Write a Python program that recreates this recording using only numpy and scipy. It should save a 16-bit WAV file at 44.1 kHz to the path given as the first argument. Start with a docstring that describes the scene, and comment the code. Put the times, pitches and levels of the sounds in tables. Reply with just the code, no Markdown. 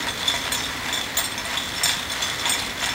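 """A braiding machine runs close by in a workshop, its bobbin carriers weaving round a cast plate.
Steel tension weights and latches clink: each blow cracks, then rings until the next contact damps it.
Lighter touches keep the same parts jingling, and carrier feet chatter in their tracks in waves.
Gears, motor and neighbouring machines roar underneath; a short room tail follows the metal."""
import sys
import numpy as np
from scipy import signal
from scipy.io import wavfile
from scipy.ndimage import uniform_filter1d

SR = 44100
rng = np.random.default_rng(int(sys.argv[2]) if len(sys.argv) > 2 else 0)


def wrap_up_sound(samples):
    """Save the sound to the file named by the first command line argument, as 16-bit audio."""
    columns = np.atleast_2d(samples).T
    # keep every value between -1 and 1, then stretch to whole-number steps
    tamed = np.clip(columns, -1, 1)
    steps = np.round(tamed * 32767).astype(np.int16)
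    wavfile.write(sys.argv[1], SR, steps)


N = 129654

# Ringing modes of a carrier's steel parts: pitch_hz, level_db, t60_s
STEM_MODES = [(3350, -8, .07), (3445, -2, .1), (3495, 0, .13), (3560, -4, .08), (3750, -7, .12)]
GUIDE_MODES = [(4098, -0.5, 0.14), (4590, -7.5, 0.067), (4860, -14, 0.21)]
WEIGHT_MODES = [(5310, -5, .16), (5430, 0, .2), (5560, -8, .12), (6250, -2, .12)]
LATCH_MODES = [(6760, -3, .13), (6990, -2, .12), (7050, 0, .12), (7110, -3, .12), (7340, -5, .15),
               (7505, -3, .15), (7625, -8, .12)]
PAWL_MODES = [(8290, -5, .15), (8390, 0, .16), (8760, -9, .15), (9080, -5, .16), (9300, -13, .12)]
PIN_MODES = [(10860, -3, .14), (11100, 0, .15), (11260, -7, .14), (11800, -6, .14), (11930, -1, .18),
             (13010, -9, .14)]
SPRING_MODES = [(14280, -12, .15), (14670, -6, .15), (14870, 0, .15), (15100, -10, .1)]
STEEL_PARTS = [STEM_MODES, GUIDE_MODES, WEIGHT_MODES, LATCH_MODES, PAWL_MODES, PIN_MODES, SPRING_MODES]
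# Waves of activity on the track: time_s, chatter_db, jingle_db
TRACK_ACTIVITY = [(0, -30.5, -30), (.05, -33.5, -34), (.085, -23, -30), (.12, -48, -33.5), (.2, -33, -31),
                  (.32, -29, -25.5), (.42, -38, -28.5), (.46, -29, -32), (.6, -31.5, -29.5),
                  (.77, -35.5, -35.5), (.9, -29, -32.5), (1.0, -33, -28), (1.12, -35, -36.5),
                  (1.19, -29, -30), (1.26, -35, -33.5), (1.42, -35.5, -37.5), (1.5, -31.5, -30),
                  (1.54, -26, -29), (1.6, -33, -31.5), (1.74, -38, -29), (1.82, -28.5, -29),
                  (1.95, -31.5, -26.5), (2.06, -36, -34.5), (2.18, -30, -30.5), (2.3, -32.5, -26.5),
                  (2.42, -39, -32.5), (2.46, -26, -32), (2.62, -32, -28), (2.75, -40, -40),
                  (2.83, -25.5, -23.5), (2.94, -30.5, -34)]


def undb(db):
    return 10 ** (np.asarray(db) / 20)


def level(x, db):
    """Set the RMS level."""
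    return x * undb(db) / np.sqrt(np.mean(x ** 2))


def track_gain(column):
    """One level column of the track activity as a smooth fader ride."""
    points = np.array(TRACK_ACTIVITY)
    return undb(np.interp(np.arange(N) / SR, points[:, 0], points[:, column]))


def band(x, hz, width_hz, passes=1):
    """Unity-gain resonance; more passes steepen its skirts."""
    b, a = signal.iirpeak(min(hz, .45 * SR), max(hz / width_hz, .3), fs=SR)
    for _ in range(passes):
        x = signal.lfilter(b, a, x)
    return x


def wander(rate_hz):
    """Random steps smoothed into a drift."""
    hold = int(SR / rate_hz)
    steps = np.repeat(rng.standard_normal(N // hold + 1), hold)
    return 1.35 * uniform_filter1d(uniform_filter1d(steps, hold), hold)[:N]


def ticks(per_s, spread_db):
    """Random clicks, many small and a few large."""
    chance, size, polarity = rng.random((3, N))
    size_db = spread_db * np.minimum(-np.log(1 - size), 3)
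    return (chance < per_s / SR) * undb(size_db) * np.sign(polarity - .5)


def grit(hits):
    """A 3 ms puff of noise on every hit."""
    return rng.standard_normal(N) * uniform_filter1d(np.abs(hits), size=130)


def steel_jingle():
    """Countless light touches tick and briefly ring the steel, each with its own mix of modes."""
    # Mix of stem, guide, weight, latch, pawl, pins, spring: level_db
    part_levels = [-5.5, -19.5, -15, -17.5, -19.5, -27, -28]
    t60_scale, scatter_db = .4, 7.5
    touches = ticks(per_s=230, spread_db=1.5)
    out = 0
    for modes, part_db in zip(STEEL_PARTS, part_levels):
        ring = 0
        for hz, db, t60 in modes:
            pole = np.exp(2j * np.pi * hz / SR - np.log(1000) / (t60 * t60_scale * SR))
            strikes = touches * undb(scatter_db * rng.standard_normal(N))
            ring += undb(db) * signal.lfilter([1], [1, -pole], strikes).imag
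        out += level(ring, part_db)
    dry_ticks = band(grit(touches), hz=5450, width_hz=5500, passes=2)
    return (out + level(dry_ticks, -13)) * track_gain(2)


def feet_chatter():
    """Carrier feet knock along the tracks and ring the broad resonances of the plate."""
    # Broad plate resonances: pitch_hz, width_hz, level_db
    resonances = [(680, 110, -3), (970, 190, 0), (1980, 300, -1)]
    feet = band(ticks(per_s=1100, spread_db=3.3), hz=1490, width_hz=4000)
    body = sum((-1) ** k * undb(db) * band(feet, hz, width) for k, (hz, width, db) in enumerate(resonances))
    rasp = band(grit(feet), hz=1780, width_hz=2930)
    rasp = band(rasp, hz=1960, width_hz=3400)
    return level(level(body, 0) + level(rasp, 1.5), -1) * track_gain(1)


def machine_roar():
    """Motor and neighbouring machines roar, with a wavering gear drone, thin hiss and steady whine."""
    # Tone curve of the roar: pitch_hz, level_db
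    spectrum = [(18, -39), (30, -8.5), (64, 2), (190, -1.5), (249, -5.5), (509, -3), (834, -6.5),
                (967, -3.5), (1400, -4.5), (1970, -0.5), (2860, -23), (3480, 1), (4790, -17.5),
                (7110, -15.5), (10800, -26.5), (14000, -53), (22000, -120)]
    curve_hz, curve_db = np.array(spectrum).T
    swell_db = .4 * wander(rate_hz=2.9)
    roar = 0
    for hz in 25 * 2 ** (np.arange(27) / 3):  # third octaves swell together and flicker alone
        flicker_db = 1.3 * wander(rate_hz=9.26)
        db = np.interp(np.log(hz), np.log(curve_hz), curve_db) + swell_db + flicker_db
        roar += undb(db) * band(rng.standard_normal(N), hz, hz / 3.18, passes=2)
    gears = band(rng.standard_normal(N), hz=258.3, width_hz=54, passes=2)
    gears *= undb(2.5 * wander(rate_hz=4.5))
    whine = band(rng.standard_normal(N), hz=10000, width_hz=6.5)
    hiss = band(rng.standard_normal(N), hz=15200, width_hz=5000)
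    return level(roar, -32.5) + level(gears, -44.5) + level(hiss, -47.5) + level(whine, -64)


def carrier_clinks():
    """Each blow cracks and sets all parts ringing and rattling until the next contact damps them."""
    # Blows, with relative levels: start_s, crack_db, plate_db, stem_db, guide_db, weight_db, latch_db,
    # pawl_db, pins_db, spring_db, then any number of lead_hz (pitches that stand out)
    blows = [(0.071, -25, -19, -40, -45, -46, -46, -48, -52, -52, 930),
             (0.0841, -3, -39, -23, -38, -46, -42, -35, -50, -47),
             (0.2073, -29.5, -23, -35, -35, -42, -41, -48, -53, -52),
             (0.2782, -20, -32, -10.5, -30, -25, -22, -33, -33, -41, 3490, 5360, 6760, 7100, 10870),
             (0.3394, -12, -15, -38, -29.5, -35, -35, -40, -44, -47),
             (0.4523, -13, -26.5, -28, -30, -38, -49, -44, -47, -50),
             (0.5201, 2, -18.5, -21.5, -24.5, -30, -24, -23, -27.5, -29, 4110, 6870, 8350, 11100, 14830),
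             (0.5444, -11, -38, -24, -30, -31, -26, -34, -35, -40, 3770, 6250),
             (0.578, -16, -33, -39, -32, -25, -40, -47, -50, -49, 5370, 6120),
             (0.6355, -22, -43, -23.5, -36, -34, -36.5, -40, -52, -47),
             (0.8919, -14, -16.5, -24.5, -45, -47, -46, -50, -55, -49),
             (0.9267, -14, -27, -22, -41, -34, -25, -35, -49, -35, 7090),
             (0.9378, -19, -31, -19.5, -37, -27, -40, -33, -41, -40, 5550),
             (0.9744, -14, -19.5, -19, -43, -50, -30, -41, -44, -46, 3500),
             (1.1701, 1.5, -28, -23, -29, -40, -17, -23, -33, -19, 3740, 6990, 7340, 8285, 14870),
             (1.1844, -16, -23.5, -20, -30, -28, -34, -25, -36, -17),
             (1.24, -17, -39, -29, -34, -27, -36, -23.5, -39, -37, 5440, 8400, 9080, 11940),
             (1.2544, -15, -34, -32, -28, -40, -29, -33, -39, -44, 4120, 7520),
             (1.3777, -12, -22, -25.5, -42, -26.5, -35, -37, -41, -47, 5370, 6280),
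             (1.4505, -16, -21.5, -28, -37, -41, -38, -31.5, -43, -49, 675, 7290, 8990),
             (1.5717, -13, -34, -16, -36, -49, -26.5, -37, -40, -42, 7060),
             (1.7598, -22, -36, -31, -34, -28, -36, -42, -54, -46, 5380),
             (1.8336, 2, -19.5, -20.5, -34, -16.5, -16, -18, -27, -26, 3760, 5430, 7030, 7500, 8400, 9080, 11930),
             (1.8564, 9, -18, -15.5, -25, -21, -31, -36, -44, -35),
             (1.8764, -14, -36, -24, -30, -33, -21.5, -24, -36, -34, 8400),
             (1.8924, 6, -17, -16, -26, -39, -39, -46, -36, -40, 4820),
             (1.9114, -13, -37, -31, -35, -28, -30, -42, -40, -45),
             (2.098, -17, -38, -23, -36, -34, -45, -40, -47, -38),
             (2.116, -17, -23, -30, -28, -29, -32, -31.5, -49, -41, 4150, 5360, 6300),
             (2.2232, 2, -32, -18.5, -29, -25, -29, -43, -46, -39, 3480, 4890, 6240, 7260),
             (2.3939, -23, -28, -43, -28, -28, -34, -47, -48, -47),
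             (2.4552, 1, -15.5, -16, -37, -31, -23, -43, -52, -45, 6970),
             (2.4734, -4, -42, -23, -39, -30, -41, -37, -47, -41),
             (2.4946, 7, -21, -23, -40, -27, -21, -19, -30, -26, 3470, 5290, 7085, 8380, 8760, 10840, 14650),
             (2.5214, -13, -41, -19, -39, -34, -25, -41, -44, -38),
             (2.5364, -13, -17, -26, -38, -27, -25, -46, -34, -43, 6750),
             (2.5925, 1.5, -29, -24, -25, -31, -37, -38, -37, -47),
             (2.8169, -21, -38, -28, -35, -32, -33, -52, -55, -48),
             (2.8573, -16, -31, -28, -38, -30, -28, -31, -40, -37),
             (2.8912, -18, -40, -23.5, -38, -28.5, -34, -47, -40, -44, 3470, 5400)]
    # Modes of the cast plate: pitch_hz, level_db, t60_s
    plate_modes = [(680, -8, .08), (960, -6, 0.08), (1713, 0.5, 0.029), (1962, -1.5, 0.062),
                   (2332, 1, 0.032)]
    scatter_db, detune = 4.5, .005  # every blow lands elsewhere, on a slightly different carrier
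    ring_s, damp_s = .026, .0067  # typical free ring, then the damping time constant
    lead_db, lead_ring_s = 12, .036  # a lead mode is louder and rings longer
    rattle_db, rattle_hz = 1.8, 151  # loose parts shake while ringing
    bounce_s = .0026  # a blow is a few contacts in a row, which softens the attack
    parts = [plate_modes] + STEEL_PARTS
    pitches = np.concatenate(parts)[:, 0]
    out, t = np.zeros(N + SR), np.arange(SR // 8) / SR
    for start_s, crack_db, *voicing in blows:
        part_levels, leads = voicing[:len(parts)], voicing[len(parts):]
        variation = rng.standard_normal((len(pitches), 4))
        shake_points = rng.standard_normal((len(pitches), 64))
        shake = np.array([np.interp(t * rattle_hz, np.arange(64), row) for row in shake_points])
        lead_hz = np.zeros((len(pitches), 1))
        for hz in leads:  # each lead takes over the nearest mode
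            lead_hz[np.argmin(np.abs(pitches - hz))] = hz
        ring, first = 0, 0
        for modes, part_db in zip(parts, part_levels):
            rows = slice(first, first + len(modes))
            first += len(modes)
            hz, db, t60 = np.array(modes).T[:, :, None]
            loudness, tuning, length, bounce = variation[rows].T[:, :, None]
            is_lead = lead_hz[rows] > 0
            gain = undb(db + np.where(is_lead, lead_db, scatter_db * loudness))
            gain *= np.sqrt(2 / np.sum(gain ** 2))
            free_s = np.where(is_lead, lead_ring_s, ring_s * np.exp(.71 * length))
            attack = np.clip(t / (bounce_s * np.abs(bounce)), 0, 1)
            decay = np.exp(-np.log(1000) * t / t60 - np.maximum(t - free_s, 0) / damp_s)
            rattle = undb(rattle_db * shake[rows])
            pitch_hz = np.where(is_lead, lead_hz[rows], hz * (1 + detune * tuning))
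            tones = np.sin(2 * np.pi * pitch_hz * t)
            ring += undb(part_db - 2.5) * np.sum(gain * attack * decay * rattle * tones, axis=0)
        burst = rng.standard_normal(len(t)) * np.exp(-t / .002)
        crack = undb(crack_db - 18) * band(burst, hz=3600, width_hz=7500, passes=3)
        start = int(start_s * SR)
        out[start:start + len(t)] += ring + crack
    return out[:N]


def workshop_reverb(x, t60_s=.27, predelay_s=.006, level_db=-9.5):
    """The walls return a short, diffuse tail."""
    t = np.arange(SR // 2) / SR
    tail = band(rng.standard_normal(len(t)), hz=2560, width_hz=7000)
    tail *= np.exp(-np.log(1000) * t / t60_s) * (t > predelay_s)
    tail *= undb(level_db) / np.sqrt(np.sum(tail ** 2))
    return signal.fftconvolve(x, tail)[:N]


def scene():
    """Close metal and its reverb over the machine bed, in mono."""
    metal = carrier_clinks() + steel_jingle() + feet_chatter()
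    return (metal + workshop_reverb(metal) + machine_roar())[None]


def record(dry):
    """A steep high cut at 15.75 kHz."""
    return signal.sosfilt(signal.ellip(12, .2, 80, 15750, fs=SR, output="sos"), dry)


dry = scene()
out = record(dry)
wrap_up_sound(out)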